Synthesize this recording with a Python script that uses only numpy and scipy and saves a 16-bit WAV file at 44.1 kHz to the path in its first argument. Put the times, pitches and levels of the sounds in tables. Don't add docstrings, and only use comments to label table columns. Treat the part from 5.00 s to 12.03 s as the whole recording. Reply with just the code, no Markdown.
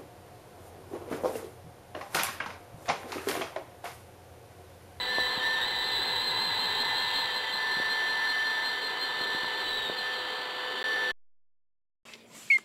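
import sys
import numpy as np
from scipy import signal
from scipy.fft import rfft, irfft, next_fast_len
from scipy.io import wavfile
from scipy.ndimage import uniform_filter1d, map_coordinates

SR = 44100
rng = np.random.default_rng(int(sys.argv[2]) if len(sys.argv) > 2 else 0)


def gain_from_decibels(decibels):
    exponent = np.asarray(decibels, float) / 20
    return 10 ** exponent


def pcm_store(signal):
    levels = np.round(np.clip(np.atleast_2d(signal), -1, 1) * 32767)
    wavfile.write(sys.argv[1], SR, levels.astype(np.int16).T)


N = 310106
BLANK_S, CUT_S = (5.8283, 5.8287, 5.8405, 5.8411), (6.11, 6.119)


def columns(table):
    s, *cols = np.transpose(table)
    return [np.interp(np.arange(N) / SR, s, c) for c in cols]


def walk(rate_hz):
    hold = int(SR / rate_hz)
    steps = np.repeat(rng.standard_normal(N // hold + 1), hold)
    return 1.09 * uniform_filter1d(uniform_filter1d(steps, hold), hold)[:N]


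def tone(turns, db, flutter_db):
    level = 2 ** .5 * gain_from_decibels(db + flutter_db * walk(45))
    phase = turns + rng.random() + 0.052 * flutter_db * walk(30)
    return level * np.sin(2 * np.pi * phase)


def strand(turns, db, width_hz):
    k = int(SR / width_hz)
    slow = uniform_filter1d(uniform_filter1d(rng.standard_normal((2, N)), k), k)
    carried = slow[0] * np.cos(2 * np.pi * turns) + slow[1] * np.sin(2 * np.pi * turns)
    return gain_from_decibels(db) * carried / np.std(slow)


def rush(modes, flicker_db):
    size = next_fast_len(N)
    f, out = np.fft.rfftfreq(size, 1 / SR)[1:], 0
    for hz, width, db in modes:
        shape = 1 / (1 + 1j * (f / hz - hz / f) * hz / width)
        spectrum = shape * rfft(rng.standard_normal(size))[1:]
        band = irfft(np.r_[0, spectrum], size)[:N]
        out = out + gain_from_decibels(db + flicker_db * walk(9) + flicker_db * walk(1.5)) * band
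    return out / np.std(out)


# t/s, f/Hz, level/dB
BLADE_TONE = [(0.0, 1770, -54), (.08, 1768, -35.5), (.2, 1764, -30), (.385, 1769, -43.5),
              (.435, 1782, -30.5), (.57, 1781, -30), (.67, 1784, -41.5), (1.21, 1780, -40),
              (1.31, 1781, -47.5), (1.9, 1780, -35), (2.54, 1765, -41.5), (2.64, 1766, -31.5),
              (3.46, 1768, -30.5), (4.04, 1768, -39.5), (4.35, 1770, -34), (4.9, 1769, -41),
              (5.08, 1772, -35), (5.17, 1764, -43.5)]
# t/s, level/dB
UNBALANCE_HUM = [(0, -46.5), (.3, -46), (.9, -52.5), (1.9, -62.5), (2.3, -51), (2.9, -59.5), (4.3, -53.5),
                 (5.1, -46.5), (6.11, -46.5)]
# multiple of shaft speed [1], level/dB facing, level/dB turned away
SHAFT_ORDERS = [(3, -54, -54), (5, -59, -55), (6, -58.5, -48.5), (8, -55.5, -61), (12, -65, -56.5)]


def fan(turned):
    blades = 7
    blade_hz, blade_db = columns(BLADE_TONE)
    blade_db = np.where(np.arange(N) / SR > BLANK_S[1], -30.5, blade_db)
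    shaft = np.cumsum(uniform_filter1d(blade_hz, 9000)) / SR / blades
    wander_db = np.clip(-31 - blade_db, 0, 8) * .3 * walk(8.2)
    out = tone(blades * shaft, blade_db + wander_db, .7)
    out += tone(2 * shaft, columns(UNBALANCE_HUM)[0] + 1.5 * walk(8), 1.0)
    out += tone(2 * blades * shaft, -50 + 2.5 * walk(5), 1.6)
    for order, near, away in SHAFT_ORDERS:
        out += tone(order * shaft, near + turned * (away - near) + 2.8 * walk(1.2), 1.3)
    return out


# centre t/s, extra drop f/Hz, length t/s, lost level/dB
BRUSH_SNAGS = [
    (.415, 270, .035, 10),
    (.575, 250, .025, 7),
    (.63, 130, .025, -5),
    (.7, 70, .03, 2),
    (2.31, 110, .025, 6),
    (4.962, 0, .008, 14),
    (4.982, -40, .012, -7),
    (5.09, 0, .07, 14),
    (5.22, 40, .03, -5),
]


def brush():
    turn_s, first_free_s, rise_share = .1856, .137, .33
    t = np.arange(N) / SR
    p = ((t - first_free_s) / turn_s + rise_share) % 1
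    rise = np.sin(np.pi / 2 * p / rise_share)
    fall = np.clip((p - rise_share) / (1 - rise_share), 0, 1) ** .65
    free = np.where(p < rise_share, rise, np.cos(np.pi / 2 * fall)) ** 2
    stall_s, judder_s, judder_hz, judder_peak_s = (4.635, 4.97), .068, 75, 4.79
    stall = uniform_filter1d(1. * (t > stall_s[0]) * (t < stall_s[1]), size=1500)
    swell = np.exp(-((t - judder_peak_s) / .1) ** 2)
    judder = judder_hz * stall * swell * np.cos(2 * np.pi * (t - stall_s[0]) / judder_s)
    snag_hz, snag_db = np.zeros(N), np.zeros(N)
    for s, hz, length, db in BRUSH_SNAGS:
        catch = np.exp(-((t - s) / length) ** 2)
        snag_hz += hz * catch
        snag_db += db * catch
    return free + stall * (1 - free), snag_hz - judder, snag_db


# t/s, free f/Hz, free level/dB, level/dB lost while dragging
GEAR_MESH = [(0, 4096, -35, -0.5), (.33, 4143, -38.5, -5.5), (.55, 4086, -37, 0), (.9, 4125, -37.5, -3.5),
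             (1.3, 4163, -33, -1.5), (1.6, 4152, -32, 4.5), (2.2, 4180, -33.5, 4), (2.4, 4100, -36.5, 18),
             (2.75, 4165, -37, 14.5), (3.6, 4176, -36.5, 12.5), (4.1, 4198, -35.5, 13),
             (4.58, 4200, -45, -5), (4.66, 3978, -42.5, -1), (4.755, 3913, -34, 1),
             (4.955, 3650, -44.5, -5), (4.97, 4177, -40.5, -3), (5.35, 4110, -46, 5), (5.6, 4090, -67, 2)]
# multiple of mesh [1], level/dB relative to mesh
MESH_COMPANIONS = [(.945, -6.5), (1.056, -17), (.413, -14), (.25, -13), (.125, -21)]


def gears(turned):
    free_hz, free_db, drag_db = columns(GEAR_MESH)
    free, snag_hz, snag_db = brush()
    drag_hz = 165.4
    mesh_hz = free_hz - drag_hz * (1 - free) - snag_hz + (9 + 14 * turned) * walk(35)
    mesh_db = free_db - drag_db * (1 - free) - snag_db
    mesh_db += 1.6 * turned * walk(7) + 3.5 * turned * walk(28)
    half_db = -42 - 3 * turned - 7 * free - 4 * np.clip(snag_hz / 200, 0, 1)
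    half_db += -11.5 * np.clip((turned - .53) / 0.24, 0, 1) + 1.0 * walk(5)
    turns = np.cumsum(mesh_hz) / SR
    out = tone(turns, mesh_db + .3, 1.3) + tone(turns / 2, half_db - .3, 1.5)
    out += strand(turns, mesh_db - 11 + 6 * turned, 200)
    out += strand(turns / 2, half_db - 6, 120)
    for multiple, db in MESH_COMPANIONS:
        out += tone(multiple * turns, mesh_db + db - 9 * turned - 2 * free + 1.49 * walk(4), 1.8)
    return out


def toward(modes, turned):
    return [(hz, width, near + turned * (away - near)) for hz, width, near, away in modes]


# t/s, level/dB
AIR_NEARNESS = [(0, -3), (.35, 2), (.8, -1.5), (1.3, -0.7), (2, 2), (2.5, -0.1), (3, 0.3), (4.2, -1.05),
                (5, -2), (6.11, -2)]
# f/Hz, width f/Hz, level/dB facing, level/dB turned away
NOZZLE_MODES = [(1290, 140, -11.5, -6), (1670, 180, -2.5, -5), (2030, 180, -13.5, -6),
                (2540, 180, -21, -14), (2735, 250, -9, -15.5), (3136, 280, -9, -4.5), (3620, 260, -2.5, -6),
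                (4043, 200, 0.5, -8.5), (4460, 270, -15.5, -4.5), (4680, 200, -7.5, -5.5)]
# f/Hz, width f/Hz, level/dB facing, level/dB turned away
SHELL_MODES = [(675, 170, -16, -9), (806, 160, -8.5, -5.5), (909, 62, 3.5, -1.5), (1004, 62, -2, 0.5),
               (1080, 160, -15.5, -8.5)]


def air(turned):
    near_db = columns(AIR_NEARNESS)[0]
    out = gain_from_decibels(-35.5 + 0.42 * near_db) * rush(toward(NOZZLE_MODES, turned), 1.3)
    out += gain_from_decibels(-39.8 + 1.3 * near_db) * rush(toward(SHELL_MODES, turned), 1.2)
    whistle_db = -78 + 88 * turned * (1 - turned)
    return out + strand(4690 * np.arange(N) / SR, whistle_db, 160)


# t/s, centre f/Hz
WHEEL_SPEED = [(0, 3150), (.6, 3157), (2.2, 3211), (3.3, 3152), (4.1, 3089), (4.65, 3062), (5.3, 3169),
               (5.45, 3093), (6.11, 3017)]


def wheels():
    db = -43 + 1.3 * columns(AIR_NEARNESS)[0]
    turns = np.cumsum(columns(WHEEL_SPEED)[0] + 8 * walk(5) + 28 * walk(20)) / SR
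    upper = strand(1.015 * turns, db - 6.5 + 2.5 * walk(4.6), 45)
    return upper + strand(.985 * turns, db - 4 + 0.7 * walk(5), 45)


# centre t/s, peak level/dB, f/Hz
KNOCKS = [(.1846, -15, 590), (.377, -31.5, 193.3), (1.28, -37.5, 250.3), (1.665, -41.5, 501),
          (2.77, -33, 230.2), (2.8, -24, 420.6), (4.212, -33, 260), (4.348, -28, 331.5),
          (4.434, -36, 198.6), (4.445, -20.5, 1003), (4.898, -19.5, 502.7)]


def bumps():
    out, t = np.zeros(N), np.arange(-1500, 3000) / SR
    rattle_band = signal.butter(2, (150, 900), "band", fs=SR)
    for k, (s, db, hz) in enumerate(KNOCKS):
        swing = (-1) ** k * np.cos(2 * np.pi * hz * t - .5)
        blow = swing * np.exp(-(t * hz / .4) ** 2)
        blow = signal.lfilter(*signal.butter(2, hz / 3, "high", fs=SR), blow)
        rattle = signal.lfilter(*rattle_band, rng.standard_normal(len(t)))
        rattle *= np.exp(-t / .022) * (t > 0)
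        out[int((s + t[0]) * SR):][:len(t)] += gain_from_decibels(db) * (blow + .35 * rattle)
    return out


# f/Hz, width f/Hz, level/dB
CHAMBER_MODES = [(283.4, 110, -8), (398.7, 61.5, 3), (446, 60, 3.5), (537, 120, -15)]


def chamber_and_boards():
    t = np.arange(N) / SR
    shaken = np.max([np.exp(-((t - s) / .06) ** 2) for s, _, _ in KNOCKS], axis=0)
    out = gain_from_decibels(-47.5 + 1.0 * shaken + 1.5 * walk(5.5)) * rush(CHAMBER_MODES, 1.1)
    slowed = t > 2.1
    rumble_db = -61 + slowed * (-11 + 7.5 * shaken) + 2.5 * walk(8.5)
    return out + gain_from_decibels(rumble_db) * rush([(35, 40, -10), (90, 70, -4.0), (170, 91, 2.0)], 2.8)


# t/s, share [0-1]
OUTLET_TURN = [(0, 0.35), (.7, 0.15), (2.2, 0.01), (2.7, 0.37), (3.5, .5), (4.3, 0.68), (5, .75),
               (5.5, 0.98), (6.11, 0.96)]


def scene():
    turned = np.clip(columns(OUTLET_TURN)[0], 0, 1)
    out = fan(turned) + gears(turned) + air(turned) + wheels() + bumps() + chamber_and_boards()
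    return (out + gain_from_decibels(-62.0) * rng.standard_normal(N))[None]


SKIP_TIMES = [.9665, 1.875, 1.9665, 2.839, 3.806, 4.9665, 5.75, 5.9665]
SKIP_FADES = [.002, .012, .002, .007, .01, .002, .012, .002]


def skips(x, t):
    swap = np.zeros(N)
    for k, (s, fade) in enumerate(zip(SKIP_TIMES, SKIP_FADES)):
        swap += (-1) ** k * np.clip((t - s) / fade + .5, 0, 1)
    return (1 - swap) * x + swap * np.roll(x, 12)


def top_cut(x):
    return signal.sosfilt(signal.butter(12, 15970, fs=SR, output="sos"), x)


def record(dry):
    n = np.arange(N)
    t = n / SR
    x = signal.sosfilt(signal.cheby2(8, 45, 5560, fs=SR, output="sos"), dry[0])
    x = skips(x, t)
    ratio = 48000 / SR
    x = map_coordinates(x, [np.floor(n * ratio) / ratio], order=3)
    x *= np.interp(t, BLANK_S, (1, 0, 0, 1)) * np.interp(t, CUT_S, (1, 0))
    offset, drain_s = .0045, .225
    x += offset * np.where(t > CUT_S[1], np.exp((CUT_S[1] - t) / drain_s), 0)
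    x = signal.sosfilt(signal.ellip(10, .2, 60, 15700, fs=SR, output="sos"), x)
    x = np.round(x * 2 ** 15) / 2 ** 15
    return top_cut(x[None])


dry = scene()
out = record(dry)
pcm_store(out)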